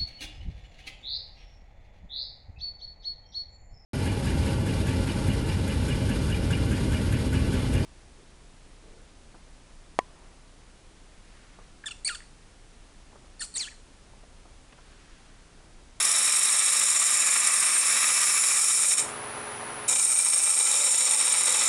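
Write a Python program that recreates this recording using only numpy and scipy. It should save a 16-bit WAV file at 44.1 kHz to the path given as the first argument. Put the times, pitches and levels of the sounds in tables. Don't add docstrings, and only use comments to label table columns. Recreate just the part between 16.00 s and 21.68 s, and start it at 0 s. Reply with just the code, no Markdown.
import sys
import numpy as np
from scipy import signal
from scipy.fft import rfft, irfft
from scipy.io import wavfile
from scipy.ndimage import uniform_filter1d

SR = 44100
rng = np.random.default_rng(int(sys.argv[2]) if len(sys.argv) > 2 else 0)


def int16_out(signal):
    q = np.round(np.clip(np.atleast_2d(signal).T, -1, 1) * 32767)
    wavfile.write(sys.argv[1], SR, q.astype(np.int16))


N = 250488
TIME = np.arange(N) / SR
TURNS_PER_S = 14.8


def scene():
    tool = cut()
    tail = from_db(SHOP_DB) * workshop(tool)
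    return (tool + tail + lathe())[None]


# frequency in Hz, width in Hz, relative level in dB.
WOOD_MODES = [(522.5, 9.8, -3), (684, 41, -7.5), (1184, 48, -3), (1217, 23, 5.5), (1440, 98, -22),
              (1556, 115, -3), (1814, 160, -0.5), (1965, 30, 7), (2283, 22, 8.5), (2420, 61, -2),
              (2610, 78, 3)]
# frequency in Hz, width in Hz, relative level in dB.
BLANK_MODES = [(181, 11, -10), (297, 190, -11.5), (522.6, 23.5, 1.5), (587, 29, -2), (844, 47, 3),
               (980, 53, -0.5), (1264, 160, -5.5)]
# frequency in Hz, width in Hz,
# relative level in dB.
REST_MODES = [(2043, 110, -3), (2620, 210, -8), (3030, 280, -7), (3590, 166, -1), (3874, 42, 7.5),
              (4440, 260, -8.5), (5384, 204, 1.5), (5587, 145, 2.5)]
# frequency in Hz, width in Hz, relative level in dB.
BAR_MODES = [(1332, 60, -2), (2361, 67, 3), (3076, 87, -11), (3780, 72, -2.5), (4480, 51, -13.5),
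             (5446, 41, 3.5), (6703, 81, 4.5), (7080, 62, -4), (8080, 340, 6)]
# frequency in Hz, width in Hz, relative level in dB.
EDGE_MODES = [(6885, 150, -6), (7193, 310, -1)]
# frequency in Hz, relative density in dB per Hz.
TEARING_SPECTRUM = [(60, -41), (200, -12.5), (450, -16.5), (800, -14), (1150, 4), (1550, -5.5), (2400, 1.5),
                    (2900, -9), (4500, -9.5), (7000, -12), (12000, -40)]
# frequency in Hz, relative density in dB per Hz.
HISS_SPECTRUM = [(4700, -16.5), (5400, 1), (6200, -8), (6800, -10), (7650, -13), (8250, 5.5), (9050, 0),
                 (9600, 0.5), (10300, 11), (10900, -3), (11700, -33), (12450, 0), (13700, -23.5),
                 (15100, -17)]
# time in seconds, level in dB.
SHAVING = [(0, 1.5), (.9, 2), (1.35, 6.5), (2.45, 1.5), (2.9, -7), (4.0, -14.5), (4.35, -8), (5.05, -5.5),
           (5.45, 1), (5.68, -2.5)]
# time
# in seconds, level in dB.
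ROUGHNESS = [(0, 3.5), (.5, 4.5), (1.4, 2), (2.9, -3.5), (4.2, -9), (4.7, -0.5), (5.4, 5), (5.68, 3.5)]
# time in seconds, level in dB.
EDGE_RING = [(0, -33), (.5, -31.5), (1.2, -25.5), (1.6, -31.5), (2.6, -32.5), (3.9, -31), (4.2, -40.5),
             (4.7, -30.5), (5.68, -30.5)]
# time in seconds, frequency in Hz, level in dB.
SQUEAL_GLIDE = [(0, 8280, -39), (.55, 8520, -26.5), (1.0, 8560, -29), (1.78, 8650, -25), (2.05, 8590, -45),
                (2.9, 8660, -27.5), (3.92, 8810, -29.5), (4.1, 8680, -25), (4.5, 8580, -24.5),
                (4.75, 8600, -29), (5.35, 8740, -24), (5.68, 8560, -30.5)]

WOOD_DB, REST_DB, BAR_DB = -38, -38.5, -33.5
HISS_PER_SHAVING = 0.27
BLANK_PER_ROUGHNESS = 0.71
THROB_PER_ROUGHNESS = 1.9
OVAL_PER_SHAVING = -0.68
# depth in dB at 0 dB shaving or roughness,
# and where each peaks as a share of its own cycle
WOOD_SWINGS, WOOD_CRESTS = (1.75, 1.14), (.08, .28)
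HISS_SWINGS, HISS_CRESTS = (0.5, 0.6, 0.67), (.67, .66, .29)


def cut():
    *_, hiss_db, blank_db, uneven_db = of_each_cut()
    shaving_db, = in_time(SHAVING)
    rough_db, = in_time(ROUGHNESS)
    edge_db, = in_time(EDGE_RING)
    squeal_hz, squeal_db = in_time(SQUEAL_GLIDE)

    catching_db = uneven_db * drift(145)
    once_db = WOOD_SWINGS[0]
    twice_db = WOOD_SWINGS[1] * from_db(OVAL_PER_SHAVING * shaving_db)
    wood_throb_db = throb((once_db, twice_db), WOOD_CRESTS)
    tearing = from_db(wood_throb_db + digs() + 0.71 * catching_db + 1.3 * drift(27))
    hiss_throb_db = from_db(THROB_PER_ROUGHNESS * rough_db) * throb(HISS_SWINGS, HISS_CRESTS)
    scraping = from_db(hiss_throb_db + catching_db + 0.67 * drift(47))

    splinters = [tearing * grains(per_s=7000, spread_db=2.0) for _ in range(4)]
    ringing_wood = from_db(-3.5) * resonate(splinters[0], WOOD_MODES)
    torn_wood = from_db(-2.0) * coloured(splinters[1], TEARING_SPECTRUM)
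    wood = from_db(WOOD_DB + shaving_db) * (ringing_wood + torn_wood)
    blank = from_db(blank_db + BLANK_PER_ROUGHNESS * rough_db) * resonate(splinters[2], BLANK_MODES)
    rest = from_db(REST_DB + rough_db) * resonate(splinters[2], REST_MODES)
    bar = from_db(BAR_DB) * resonate(splinters[3], BAR_MODES)

    fibres = [scraping * grains(per_s=22000, spread_db=2.5) for _ in range(3)]
    edge = from_db(edge_db) * resonate(fibres[0], EDGE_MODES)
    tip = from_db(squeal_db) * squeal(fibres[1], squeal_hz)
    hiss = from_db(hiss_db + HISS_PER_SHAVING * shaving_db) * coloured(fibres[2], HISS_SPECTRUM)
    return contact() * (wood + blank + rest + bar + edge + tip + hiss)


# start in seconds, end in seconds, bite in dB, hiss in dB,
# low ring of the blank in dB, unevenness of the shaving in dB.
CUTS = [(-.05, 2.938, 2.5, -26, -53.5, 0.94), (2.965, 3.003, -4.5, -30, -63, 0.5),
        (3.876, 5.75, -2.5, -28, -46.5, 2.0)]
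# time in seconds, level in dB.
PRESSURE = [(0, 8.5), (.5, 17.5), (2.1, 14), (2.75, 11.5), (3.9, 12.5), (4.1, 18.5), (5.0, 24), (5.4, 11),
            (5.68, 13.5)]
ATTACK_S, RELEASE_S = .01, 0.0058


def contact():
    force = np.zeros(N)
    for start, end, bite_db, *_ in CUTS:
        attack = np.clip((TIME - start) / ATTACK_S, 0, 1)
        release = np.exp(-np.maximum(TIME - end, 0) / RELEASE_S)
        force += from_db(bite_db) * attack * release
    pressure_db, = in_time(PRESSURE)
    return force * from_db(pressure_db)


def of_each_cut():
    rows = np.array(CUTS)
    latest = np.searchsorted(rows[:, 0], TIME) - 1
    return rows[np.maximum(latest, 0)].T


# time in seconds, extra level in dB.
DIGS = [(.302, 5.5), (1.975, 3), (2.04, 3.5), (3.961, 5.5), (4.163, 7), (4.335, 3), (4.405, 0.5),
        (4.475, 0), (5.345, 4), (5.48, 4), (5.62, 3.5)]
DIG_S = 0.01


def digs():
    return sum(db * np.exp(-((TIME - s) / DIG_S) ** 2) for s, db in DIGS)


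def throb(swings_db, crests):
    turns = TURNS_PER_S * TIME
    swell_db = np.zeros(N)
    for per_turn, (db, crest) in enumerate(zip(swings_db, crests), start=1):
        swell_db += db * np.cos(2 * np.pi * (per_turn * turns - crest))
    return swell_db


SQUEAL_WIDTH_HZ = 85


def squeal(fibres, hz):
    carrier = np.exp(2j * np.pi * np.cumsum(hz) / SR)
    r = np.exp(-np.pi * SQUEAL_WIDTH_HZ / SR)
    envelope = signal.lfilter([1 - r], [1, -r], fibres / carrier)
    return rms_one((carrier * envelope).real)


# frequency in Hz, relative density in dB per Hz.
RUMBLE_SPECTRUM = [(30, -13), (65, -17), (120, -12), (175, -12), (300, -7.5), (450, -5), (800, -2.5),
                   (1400, -2), (2270, -9), (4000, -23), (7000, -29), (16000, -70)]
# frequency in Hz, relative density in dB per Hz.
AIR_SPECTRUM = [(1000, 1), (2500, 7.5), (4500, 2.5), (6500, -3.5), (8500, -0.5), (10200, 5), (11000, -2),
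                (12000, -29), (16000, -32)]
# frequency in Hz, relative level in dB.
HUM_TONES = [(59.2, -69), (75.4, -66), (96.9, -61), (118.4, -61), (140.0, -59), (231.5, -57), (285.3, -60),
             (344.5, -59), (419.9, -50), (463.0, -63), (522.2, -60), (576.0, -57), (748.3, -53),
             (920.5, -55), (1039, -54), (1206, -58)]
# frequency in Hz, relative level in dB.
WHINE_TONES = [(5879, -66), (9173, -67), (9243, -62), (9388, -56), (9458, -63), (9749, -55), (9819, -49.5),
               (9895, -50.5), (9964, -54), (10034, -50), (10110, -58), (10180, -52), (10271, -59),
               (10610, -63), (10686, -73), (10756, -71), (10826, -58)]


def lathe():
    rolling_db = 0.47 * np.cos(2 * np.pi * 4 * TURNS_PER_S * TIME)
    rolling = grains(per_s=2500, spread_db=0.0) * from_db(rolling_db)
    rumble = from_db(-39.5) * coloured(rolling, RUMBLE_SPECTRUM)
    air = from_db(-47.0) * coloured(rng.standard_normal(N), AIR_SPECTRUM)
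    hum = from_db(-0.1) * tones(HUM_TONES, wander_hz=0.55, flutter_db=0.0)
    whine = from_db(3.5) * tones(WHINE_TONES, wander_hz=0.86, flutter_db=0.3)
    return rumble + air + hum + whine


SHOP_T60_S, SHOP_DB = 0.3, -8


def workshop(x):
    t = np.arange(SR // 2) / SR
    decay = from_db(-60 * t / SHOP_T60_S)
    tail = rng.standard_normal(len(t)) * decay * (t > .005)
    return signal.fftconvolve(x, tail / np.sqrt(np.sum(tail ** 2)))[:N]


DIP_HZ, DIP_WIDTH_HZ, TOP_HZ = 11800, 2500, 12150


def microphone(x):
    dip = signal.iirnotch(DIP_HZ, DIP_HZ / DIP_WIDTH_HZ, fs=SR)
    roll_off = signal.butter(2, TOP_HZ, fs=SR, output="sos")
    return signal.sosfilt(roll_off, signal.lfilter(*dip, x))


def gain_control(x, threshold_db, slope, window_s):
    power = uniform_filter1d(np.mean(x ** 2, axis=0), int(window_s * SR))
    over_db = np.maximum(10 * np.log10(power + 1e-12) - threshold_db, 0)
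    return x * from_db(-slope * over_db)


CUTOFF_HZ = 15600


def record(dry):
    held = gain_control(microphone(dry), threshold_db=-22.5, slope=0.99, window_s=0.11)
    top_cut = signal.ellip(10, .1, 90, CUTOFF_HZ, fs=SR, output="sos")
    return signal.sosfilt(top_cut, held)


def grains(per_s, spread_db):
    sizes = from_db(spread_db * np.minimum(rng.exponential(1, N), 5))
    clicks = rng.random(N) < per_s / SR
    return rms_one(clicks * sizes * rng.choice([-1, 1], N))


def resonate(x, modes):
    out = np.zeros(N)
    for k, (hz, width_hz, db) in enumerate(modes):
        r = np.exp(-np.pi * width_hz / SR)
        poles = [1, -2 * r * np.cos(2 * np.pi * hz / SR), r * r]
        ring = signal.lfilter([1 - r * r, 0, r * r - 1], poles, x)
        out += (-1) ** k * from_db(db) * ring
    return rms_one(out)


def coloured(x, spectrum):
    hz, db = np.transpose(spectrum)
    bins = np.maximum(np.fft.rfftfreq(N, 1 / SR), 1)
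    fade = np.minimum(bins / hz[0], 1) ** 2
    shape = from_db(np.interp(np.log(bins), np.log(hz), db))
    return rms_one(irfft(rfft(x) * fade * shape, N))


def tones(lines, wander_hz, flutter_db):
    out = np.zeros(N)
    for hz, db in lines:
        cycles = np.cumsum(hz + wander_hz * drift(5.7)) / SR + rng.random()
        level = np.sqrt(2) * from_db(db + flutter_db * drift(2.1))
        out += level * np.sin(2 * np.pi * cycles)
    return out


def drift(rate_hz):
    r = np.exp(-2 * np.pi * rate_hz * 20 / SR)
    noise = rng.standard_normal(N // 20 + 4002)
    slow = signal.lfilter([1], [1, -2 * r, r * r], noise)[4000:]
    return np.interp(np.arange(N) / 20, np.arange(len(slow)), rms_one(slow))


def in_time(rows):
    s, *columns = np.transpose(rows)
    return [np.interp(TIME, s, c) for c in columns]


def from_db(db):
    return 10 ** (np.asarray(db) / 20)


def rms_one(x):
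    return x / np.sqrt(np.mean(x ** 2) + 1e-20)


dry = scene()
out = record(dry)
int16_out(out)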